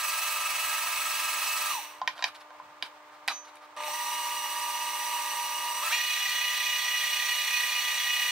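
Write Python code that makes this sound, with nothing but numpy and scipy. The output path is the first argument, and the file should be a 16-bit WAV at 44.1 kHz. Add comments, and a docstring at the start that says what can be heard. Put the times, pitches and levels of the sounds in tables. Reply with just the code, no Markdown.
"""A stand mixer whirs at middle speed on a stone counter, is switched off and coasts down.
A metal cup knocks on the steel bowl and is set down; the mixer restarts slowly, then is turned up.
Gear teeth and motor poles sing at multiples of the shaft speed over noise from the rattling housing.
Blows are noise bursts passed through metal modes; thuds and slides are shaped bands of noise.
A controller buzz that rises and falls with effort, a faint hum, kitchen air and a short room join them."""
import sys
import numpy as np
from scipy import signal
from scipy.fft import rfft, irfft, next_fast_len
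from scipy.io import wavfile
from scipy.ndimage import uniform_filter1d

SR = 44100
rng = np.random.default_rng(int(sys.argv[2]) if len(sys.argv) > 2 else 0)


def convert_level_to_amplitude(level_db):
    """Map a level in decibels to its linear amplitude factor."""
    exponent = np.asarray(level_db, float) / 20
    return 10 ** exponent


def dump(signal):
    """Clip the signal to [-1, 1] and save it as 16-bit WAV at the path in sys.argv[1]."""
    limited = np.clip(np.atleast_2d(signal).T, -1, 1)
    pcm = np.round(limited * 32767).astype(np.int16)
    wavfile.write(sys.argv[1], SR, pcm)


N = 366458
TIME = np.arange(N) / SR  # seconds


def evened(x):
    """Normalisation: scales a signal to unit rms."""
    return x / np.sqrt(np.mean(abs(x) ** 2) + 1e-20)


def read(points, hz):
    """Interpolation on a logarithmic frequency axis."""
    table_hz, value = np.transpose(points)
    return np.interp(np.log(hz + 1), np.log(table_hz + 1), value)


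def coloured(x, db_of):
    """Zero-phase filtering: weights the spectrum by a level in dB given as a function of frequency."""
    length = x.shape[-1]
    size = next_fast_len(length)
    gain = convert_level_to_amplitude(db_of(np.fft.rfftfreq(size, 1 / SR)))
    return irfft(rfft(x, size) * gain, size)[..., :length]


def drift(width_hz):
    """Narrow-band random modulation: complex noise of unit rms through two equal low-pass poles."""
    hop = 64  # samples between computed points
    steps = np.arange(N // hop + 2)
    noise = rng.standard_normal((len(steps), 2)) @ [1, 1j]
    pole = np.exp(-np.pi * width_hz * hop / SR)
    wander = signal.lfilter([1], np.convolve([1, -pole], [1, -pole]), noise)
    return np.interp(np.arange(N) / hop, steps, evened(wander))


def add(mix, start_s, sound):
    """Superposition: adds a sound to the mix from its starting time."""
    part = mix[round(start_s * SR):][:len(sound)]
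    part += sound[:len(part)]


# Shaft speed at the low, middle and high setting [turns per second].
SHAFT_SPEEDS = [15.94, 21.63, 32.03]
# Stages of the shaft speed: lever moves, then a last trim by the speed controller.
# Each row: start in seconds, speed asked for in turns per second (0 is off, and the shaft coasts),
# time constant of the approach in seconds.
SPEED_STAGES = [(1.69, 0, .335), (3.766, 15.96, .083), (5.82, 21.9, .013), (5.903, 31.4, .014),
                (5.95, 32.03, .045)]


def setting_of(speed):
    """Interpolation: places a shaft speed on the scale 0 low, 1 middle, 2 high."""
    return np.interp(speed, SHAFT_SPEEDS, [0, 1, 2])


def shaft():
    """Rotational inertia: the shaft lags each stage of the speed; gives speed and the speed asked for."""
    friction = 8  # dry friction drags the coasting shaft as if toward this many turns a second backwards
    asked = speed = np.full(N, SHAFT_SPEEDS[1])
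    for start, turns, takes in SPEED_STAGES:
        since = np.maximum(TIME - start, 0) / takes
        left = np.exp(-since ** 2) if turns else np.exp(-since)
        goal = turns or -friction
        moved = np.maximum(goal + (speed[round(start * SR)] - goal) * left, 0)
        speed = np.where(TIME < start, speed, moved)
        asked = np.where(TIME < start, asked, turns)
    return speed, asked


# Base level of the rattle at the low, middle and high setting [dB, before a common 3.5 dB cut].
RATTLE_LEVELS = [-33.5, -31, -30]
# The main mesh is lost at slow speed. Each row: shaft speed in turns per second, level change in dB.
MESH_LEVELS = [(2, -70), (8, -44), (12.6, -29), (13.7, -0.5)]


def drive(speed, asked):
    """Load-dependent excitation: rattle, tone and mesh levels in dB, and the controller's effort."""
    coast_power = 1.37  # while coasting, rattle falls with this power of speed below the low setting
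    slip_db, unload_db, fade_db_per_s = -60, -11, -130  # tones sink under lag and once power is cut
    backlash_db = 5.5  # unloaded teeth of the main mesh sing louder
    surge_db, surge_s = 15, 0.016  # tones flare on reaching top speed, then die by this time constant
    build_db, build_s = -1, 1  # at top speed the mixer starts softer and builds
    strain_per_lag, strain_s, eased = 6.8, 0.019, 0.54  # eased: effort at top speed

    powered = uniform_filter1d(1. * (asked > 0), size=400)
    lag = np.clip(1 - speed / np.maximum(asked, 1), 0, 1) * powered
    setting = setting_of(speed)
    since_off = TIME - SPEED_STAGES[0][0]
    top_start, _, top_takes = SPEED_STAGES[-2]
    since_top = TIME - top_start - 1.5 * top_takes
    flare, build = (uniform_filter1d((since_top > 0) * np.exp(-abs(since_top) / s), size=500)
                    for s in (surge_s, build_s))

    slow_db = 20 * np.log10(np.clip(speed / SHAFT_SPEEDS[0], .01, 1))
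    rattle_db = np.interp(setting, [0, 1, 2], RATTLE_LEVELS) + (1 - powered) * coast_power * slow_db
    rattle_db = rattle_db + build_db * (build - flare)
    top_db = surge_db * flare + build_db * build
    cut_db = (1 - powered) * (unload_db + fade_db_per_s * since_off)
    tones_db = np.maximum(uniform_filter1d(slip_db * lag + cut_db, size=300), -50) + top_db
    mesh_db = np.interp(speed, *np.transpose(MESH_LEVELS)) + (1 - powered) * backlash_db + top_db

    pole = np.exp(-1 / (strain_s * SR))
    strain = np.minimum(strain_per_lag * signal.lfilter([1 - pole], [1, -pole], lag), 1)
    effort = powered * (np.interp(setting, [1, 2], [1, eased]) + strain)
    return rattle_db, tones_db, mesh_db, effort


# Multiples of the shaft speed that sing: gear meshes near 15 and 60, motor slots at 72 [orders].
SINGING_ORDERS = [24.7, 30.75, 40.1, 46.2, 50.85, 53, 60, 61.3, 66, 72, 75.3, 78, 84.6, 90.55, 105.4, 117.2,
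                  121.3, 135.3, 144, 150.3, 166, 180.5, 204, 216, 237, 239, 287.5, 301, 360, 419.5, 431.5,
                  503.5, 576, 606, 650, 666, 720]
# Strength of each order above. Each row: rms level in dB at the low, middle and high setting before
# drive and throb, smeared share from 0 to 1.
ORDER_LEVELS = [(-75, -89, -58.5, 0.26), (-77, -62.5, -44, 0.04), (-67, -82, -58.5, 0.3),
                (-72, -48, -58.5, 0), (-66, -85, -68.5, 0.1), (-55, -72, -78, 0.03),
                (-40, -41.5, -39, 0.12), (-81, -71, -44.5, 0.9), (-78, -61, -83, 1),
                (-47.5, -65, -61, 0.24), (-78, -51, -40.5, 0.37), (-91, -52, -40, 0.7),
                (-92, -53, -58, 0.5), (-71, -62, -38.5, 0.19), (-58.5, -51, -44, 0.76),
                (-53, -46, -56, 0.2), (-52, -43.5, -53, 1), (-57.5, -50, -47, 0.65), (-83, -68, -55, 1),
                (-89, -62, -51.5, 1), (-86, -72, -65, 0.96), (-48, -55, -46, 0.4), (-72, -63, -72, 0.9),
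                (-64, -55, -53.5, 0.87), (-58, -54, -90, 0.72), (-75, -51.5, -55.5, 0.65),
                (-75, -64, -50.5, 0.2), (-52.5, -51.5, -68, 0.92), (-53, -48, -56, 0.26),
                (-73, -53, -61, 0.6), (-79, -45.5, -59, 0.16), (-58, -52, -89, 0.4), (-58, -67, -80, 0),
                (-58, -61, -80, 0.2), (-55, -49, -78, 0.95), (-57.5, -51, -80, 0.1), (-60, -48, -90, 0.8)]


def gear_tones(setting, turn, wobble, tones_db, mesh_db):
    """Order tones: teeth and poles passing at fixed multiples of the shaft angle radiate lines."""
    mesh = 60  # teeth met per turn in the main mesh
    # the next gear turns a third as fast
    sway = np.interp(setting, [0, 1, 2], [.003, .003, .005]) * np.sin(turn / 3)
    tones = np.zeros(N)
    for order, (*levels, smeared) in zip(SINGING_ORDERS, ORDER_LEVELS):
        db = np.interp(setting, [0, 1, 2], levels) + (mesh_db if order == mesh else tones_db)
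        if order == mesh:  # its teeth chatter at top speed
            smeared = np.interp(setting, [1, 2], [smeared, .7])
        # uneven teeth smear the line
        teeth = np.sqrt(1 - smeared) + np.sqrt(smeared) * drift(12 + 0.21 * order)
        angle = order * (turn + sway) + 2 * np.pi * rng.random()
        throb = 1 + wobble * np.clip(order / 30 - 1, .15, 1) * np.cos(turn)  # low orders hardly throb
        tones += np.sqrt(2) * convert_level_to_amplitude(db) * throb * (teeth * np.exp(1j * angle)).real
    return tones


# Relative rattle spectra, one list each for the low, middle and high setting.
# Each row: frequency in Hz, density in dB per Hz.
RATTLE_SPECTRA = [
    [(59, -78), (100, -42.5), (744, -19.5), (959, -3), (1180, -11.5), (1370, -19.5), (1890, -13),
     (2880, -6.5), (3200, -15.5), (5200, -16), (5900, -9.5), (6420, -14), (15600, -24)],
    [(59, -73), (100, -40), (542, -29), (590, -20), (1290, -4.5), (1530, -18), (2590, -4), (3550, -14.5),
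     (7770, -12), (8630, -25), (9390, -14), (11600, -18), (15600, -27)],
    [(59, -63), (100, -35.5), (542, -28.5), (980, -12.5), (1370, -21.5), (1890, -5.5), (2880, -5.5),
     (3130, -6), (3340, -7.5), (5090, -12.5), (5900, -7.5), (8450, -18.5), (15600, -21.5)],
]
# Resonances of the cast housing. Each row: frequency in Hz, width in Hz, gain at the centre in dB
# before neighbouring resonances add.
HOUSING_MODES = [(804, 30, 6), (1020, 810, 5), (1277, 32, 7.5), (1670, 120, 9), (1850, 46, 8.5),
                 (1948, 83, 9), (2167, 100, 7), (2603, 170, 6.5), (2610, 56, 0.5), (2922, 61, 11),
                 (3360, 95, 12), (3713, 95, 9), (3936, 210, 10), (4337, 167, 11.5), (5440, 100, 2),
                 (5894, 206, 9.5), (7034, 37, 5.5), (8300, 110, 17), (9740, 470, 9), (10840, 750, 5),
                 (12350, 680, 10), (13620, 320, 17.5), (14960, 1230, 12), (16100, 300, -2)]


def housing_rattle(speed, setting, turn, wobble, rattle_db):
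    """Forced vibration: irregular noise excites the resonant housing, heard from two of its faces."""
    shake = rng.standard_normal((2, N)) * convert_level_to_amplitude(1.38 * rng.exponential(1, N))
    shake *= 1 + 0.085 * wobble * np.cos(turn)
    shake *= 1 + 0.18 * np.cos(12 * turn)  # twelve poles
    shake *= convert_level_to_amplitude(0.64 * drift(3.4).real)

    def housing_db(hz):
        peaks = sum((convert_level_to_amplitude(db) - 1) / (1 + (2 * (hz - f) / width) ** 2) for f, width, db in HOUSING_MODES)
        return 20 * np.log10(1 + peaks.clip(-.9))

    shake = coloured(shake, housing_db)
    rattle = 0
    for k, points in enumerate(RATTLE_SPECTRA):
        share = np.sqrt(np.clip(1 - abs(setting - k), 0, 1))  # crossfade between settings
        rattle = rattle + share * evened(coloured(shake, lambda hz: read(points, hz)))
    slowing = np.clip(speed / SHAFT_SPEEDS[0], 0, 1)  # treble dies first as the shaft slows
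    dull = coloured(rattle, lambda hz: -9.0 * np.log2(1 + hz / 1800))
    return convert_level_to_amplitude(rattle_db - 3.5) * (slowing ** 1.3 * rattle + (1 - slowing) * 3.1 * dull)


# Buzz of the speed controller. Each row: frequency in Hz, rms level in dB of the powered part at unit
# effort, rms level in dB of the part left at rest, power of the effort that the powered part follows.
BUZZ_LINES = [(360, -77.5, -86, 0.65), (502, -89, -76.5, 1.3), (510, -78, -97, 2.3), (600.4, -66, -64.5, 3),
              (900, -55.5, -62, 1.8), (1200, -50, -65.5, 0.3)]


def controller_buzz(effort):
    """Phase modulation: fixed-frequency lines grow with effort and roughen under strain."""
    roughness = 0.067 + 1.2 * np.clip(effort - 1.2, 0, 1)  # radians per unit of drift
    buzz = np.zeros(N)
    for hz, on_db, rest_db, power in BUZZ_LINES:
        level = convert_level_to_amplitude(rest_db) + effort ** power * convert_level_to_amplitude(on_db)
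        buzz += level * np.sin(2 * np.pi * hz * TIME + roughness * drift(25).real)
    return np.sqrt(2) * buzz


def mixer():
    """Common excitation: one shaft drives tones, rattle and buzz; gives the near and far faces."""
    speed, asked = shaft()
    rattle_db, tones_db, mesh_db, effort = drive(speed, asked)
    turning = np.interp(TIME, [2.0, 2.01, 3.76, 3.766], [1, 0, 0, 1])  # silences tones and rattle at rest
    speed = speed * (1 + 0.001404 * drift(7.04).real)  # the dough loads the beater unevenly
    setting = setting_of(speed)
    turn = 2 * np.pi * np.cumsum(speed) / SR  # shaft angle in radians
    wobble = np.interp(setting, [0, 1, 2], [.25, .45, .4])  # an off-centre gear throbs once a turn
    tones = gear_tones(setting, turn, wobble, tones_db, mesh_db)
    near_face, far_face = turning * housing_rattle(speed, setting, turn, wobble, rattle_db)
    buzz = controller_buzz(np.maximum(effort, 0) * turning)
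    return turning * tones + near_face + buzz, far_face


def hum():
    """Amplitude modulation: a steady 300 Hz sine whose rms level in dB comes and goes."""
    db = np.interp(TIME, [.35, .65, 5.67, 6.67], [-75, -70.5, -70.5, -93])
    return np.sqrt(2) * convert_level_to_amplitude(db) * np.sin(2 * np.pi * 300 * TIME)


# Relative spectrum of the kitchen air. Each row: frequency in Hz, density in dB per Hz.
KITCHEN_SPECTRUM = [(25, -50), (70, -24), (110, -16), (200, -27), (400, -10.5), (600, -5.5), (1000, 3.5),
                    (1400, -3.5), (2150, -7.5), (3000, -12.5), (6000, -23.5), (10000, -33.5), (12500, -30),
                    (15800, -33)]


def kitchen_air():
    """Coloured noise: two independent channels share a small flicker in level."""
    air = coloured(rng.standard_normal((2, N)), lambda hz: read(KITCHEN_SPECTRUM, hz))
    return convert_level_to_amplitude(-54) * evened(air) * convert_level_to_amplitude(drift(36).real)


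# Reverberation of the room. Each row: frequency in Hz, 60 dB decay time in seconds.
ROOM_DECAY = [(300, 0.14), (1000, 0.17), (3000, 0.18), (8000, 0.11), (15000, 0.32)]


def room_tails():
    """Frequency-dependent reverberation: two tails of sparse random taps, bands dying at own rates."""
    taps = np.zeros((2, SR // 2))
    starts = np.arange(100, SR // 2 - 20, 20)
    at = starts + rng.integers(0, 20, (2, (SR // 2 - 101) // 20))
    np.put_along_axis(taps, at, rng.choice([-1., 1.], at.shape), 1)
    hz, t, spectrum = signal.stft(taps, SR, nperseg=256)
    decay = convert_level_to_amplitude(-60 * t / read(ROOM_DECAY, hz)[:, None])
    tails = signal.istft(spectrum * decay, SR, nperseg=256)[1]
    return tails / np.linalg.norm(tails, axis=1)[:, None]


def bandpassed(x, order, hz):
    """Causal band-pass filtering by a Butterworth network."""
    return signal.sosfilt(signal.butter(order, hz, "band", fs=SR, output="sos"), x)


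def metal_colour(x, crack_db, top_db):
    """Band splitting into body, crack and top: thin metal radiates no bass."""
    bands = ([720, 1500], 0), ([1500, 4800], crack_db), ([4800, 12000], top_db)
    return sum(convert_level_to_amplitude(db) * bandpassed(x, 3, hz) for hz, db in bands)


def blow(modes, peak_db, crack_db, top_db, ring, t60):
    """Modal excitation: a crack and clatter dying in t60 s pass, by the ring share, through metal modes."""
    t = np.arange(SR // 2) / SR
    clatter = rng.standard_normal(len(t)) * (np.exp(-t / 0.0018) + 0.14 * convert_level_to_amplitude(-60 * t / t60))
    clatter[:3] -= 1.5  # first contact
    body = sum(convert_level_to_amplitude(db - 60 * t / decay) * np.sin(2 * np.pi * hz * t) for hz, db, decay in modes)
    rung = signal.fftconvolve(clatter, body / np.linalg.norm(body))[:len(t)]
    sound = metal_colour((1 - ring) * clatter + ring * rung, crack_db, top_db)
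    return convert_level_to_amplitude(peak_db) * sound / abs(sound).max()


def blows(modes, rows, ring, t60):
    """Superposition of separate blows on one set of modes."""
    out = np.zeros(N)
    for start, *strength in rows:
        add(out, start, blow(modes, *strength, ring, t60))
    return out


# Knocks of the cup on the bowl, then two faint ticks near the hand at the switch.
# Each row: start in seconds, peak level in dB, crack and top gains in dB about the body.
KNOCKS_AND_TICKS = [(2.0159, -20, -12.5, -48), (2.0762, -10, 1.5, -19.5), (2.179, -34, -3, -30),
                    (2.192, -31.5, -10, -33), (2.2245, -18.5, 1, -30), (2.241, -10.5, 6, -16),
                    (2.505, -38, -17, -30), (2.547, -41.5, -16, -30), (2.599, -34, -20, -32),
                    (2.825, -16.5, 7, -10), (3.556, -40, 2, 0), (3.57, -40, 4, -7)]
# Modes of the steel bowl. Each row: frequency in Hz, relative level in dB, 60 dB decay time in seconds.
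BOWL_MODES = [(1030, 5, .055), (1900, -6, .02), (2430, -4, .03), (3200, -4, .02), (3900, -8, .03),
              (5100, -16, .03), (9440, -28, .2)]


def knocks_and_ticks():
    """Impact excitation: knocks on the bowl, and the later ticks, all pass through the bowl's modes."""
    return blows(BOWL_MODES, KNOCKS_AND_TICKS, ring=0.39, t60=0.071)


# Thuds through the counter. Each row: start in seconds, level in dB (9.5 dB below the peak),
# frequency in Hz, one third of the 60 dB decay time in seconds.
COUNTER_THUDS = [(2.03, -70, 110, 0.17), (2.241, -71, 150, 0.16), (2.62, -74, 100, .25),
                 (2.826, -54.5, 350, 0.038), (3.279, -55.5, 199, 0.084), (3.9, -74, 150, 0.089)]


def counter_thuds():
    """Structure-borne sound: the counter carries low pushes of decaying band-limited noise."""
    out = np.zeros(N)
    t = np.arange(SR // 3) / SR
    for start, db, hz, third_t60 in COUNTER_THUDS:
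        envelope = convert_level_to_amplitude(-60 * t / (3 * third_t60)) * np.minimum(t / 0.0009, 1)
        low = bandpassed(rng.standard_normal(len(t)) * envelope, 2, [hz / 1.2, hz * 2.4])
        add(out, start, convert_level_to_amplitude(db + 9.5) * low / abs(low).max())
    return out


# Soft slides of the cup and of flour. Each row: start in seconds, rms level in dB,
# crack gain in dB about the body, length in seconds.
SOFT_SLIDES = [(2.088, -55, -10, 0.064), (2.14, -50, -11, 0.098), (2.246, -45, -10, 0.056),
               (2.339, -51.5, -2, 0.035), (2.394, -55.5, -5, 0.038), (2.838, -50, -7, 0.04),
               (3.1, -57.5, -15, 0.085), (3.289, -39, -21, 0.042), (3.442, -57, -5, 0.025),
               (3.462, -56, -8, 0.046), (3.601, -56.5, -13, 0.073)]


def soft_slides():
    """Friction noise: a short burst of coloured noise forms a soft grainy swell."""
    out = np.zeros(N)
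    for start, db, crack_db, length in SOFT_SLIDES:
        size = round(length * SR)
        grit = rng.standard_normal(size) * signal.windows.tukey(size, .7)
        add(out, start, convert_level_to_amplitude(db) * evened(metal_colour(grit, crack_db, crack_db - 12.5)))
    return out


# Cup on counter. Each row: start in seconds, peak level in dB, crack and top gains in dB about the body.
CUP_LANDINGS = [(3.278, -17, 1.1, -3.5), (3.283, -11, 2.8, -25)]
# Modes of the cup. Each row: frequency in Hz, relative level in dB, 60 dB decay time in seconds.
CUP_MODES = [(790, -3, .03), (1100, -1, .03), (2630, -5, .025), (3200, -5, .02), (3950, -5, .05),
             (4860, -12, .25)]


def cup_set_down():
    """Impact excitation: landing on the counter rings the damped modes of the cup."""
    return blows(CUP_MODES, CUP_LANDINGS, ring=0.25, t60=0.23)


# The thin ring of the settling cup. Each row: frequency in Hz, rms level in dB before the swell.
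CUP_RING = [(6056, -42), (7040, -64), (4860, -64)]


def cup_ring():
    """Free vibration: high partials swell as the cup settles, hold briefly and decay."""
    rise_s, hold_s, db_per_s = .015, .072, -190
    t = np.arange(SR // 2) / SR
    swell = (1 - np.exp(-t / rise_s)) * convert_level_to_amplitude(db_per_s * np.maximum(t - hold_s, 0))
    partials = sum(convert_level_to_amplitude(db) * np.sin(2 * np.pi * hz * t) for hz, db in CUP_RING)
    out = np.zeros(N)
    add(out, 3.299, np.sqrt(2) * swell * partials)
    return out


# Jolts of the gears. Each row: start in seconds, peak level in dB, crack and top gains in dB
# about the body.
GEAR_JOLTS = [(3.765, -37, 2, -3), (3.836, -28.5, 2, -20), (5.927, -23, 3.5, -20)]
# Modes of the gearbox. Each row: frequency in Hz, relative level in dB, 60 dB decay time in seconds.
GEARBOX_MODES = [(960, 0, 0.058), (2670, 3, 0.12), (3800, -1, .12)]


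def gear_jolts():
    """Backlash impact: the gears jolt as the slack is taken up, ringing the gearbox."""
    return blows(GEARBOX_MODES, GEAR_JOLTS, ring=0.52, t60=.1)


# Colour of the side signal. Each row: frequency in Hz, gain in dB before a common 1.5 dB cut.
SIDE_COLOUR = [(100, -5), (600, -12.5), (1200, -2.5), (2500, -3), (5000, 1), (9000, 8), (11000, -13),
               (14000, 3)]


def scene():
    """Mid-side stereophony: direct sound and one tail in the mid, far face and another tail in the side."""
    motor, far_face = mixer()
    near = motor + hum() + knocks_and_ticks() + counter_thuds() + soft_slides()
    near += cup_set_down() + cup_ring() + gear_jolts()
    mid_tail, side_tail = signal.oaconvolve(near[None], room_tails(), axes=1)[:, :N]
    air = kitchen_air()
    mid = near + convert_level_to_amplitude(-8.0) * mid_tail + air[0]
    side = 0.49 * side_tail + 0.4 * far_face + air[1]
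    side = coloured(side, lambda hz: read(SIDE_COLOUR, hz) - 1.5)
    return np.array([mid + side, mid - side])


def band_limit(x):
    """A steep low-pass at the top of the band."""
    return signal.sosfilt(signal.butter(12, 16960, fs=SR, output="sos"), x)


# Level of the left port against the right. Each row: frequency in Hz, difference in dB.
LEFT_OVER_RIGHT = [(200, -0.2), (1000, -0.4), (2500, -1.5), (5000, -3), (14000, -3.5)]


def record(dry):
    """Interchannel differences: the right port is nearer the treble and a sample earlier; then a band limit."""
    def limit_db(hz):
        return -80 * (hz > 15760)

    left = coloured(np.roll(dry[0], 1), lambda hz: read(LEFT_OVER_RIGHT, hz) / 2 + limit_db(hz))
    right = coloured(dry[1], lambda hz: -read(LEFT_OVER_RIGHT, hz) / 2 + limit_db(hz))
    return band_limit(np.array([left, right]))


dry = scene()
out = record(dry)
dump(out)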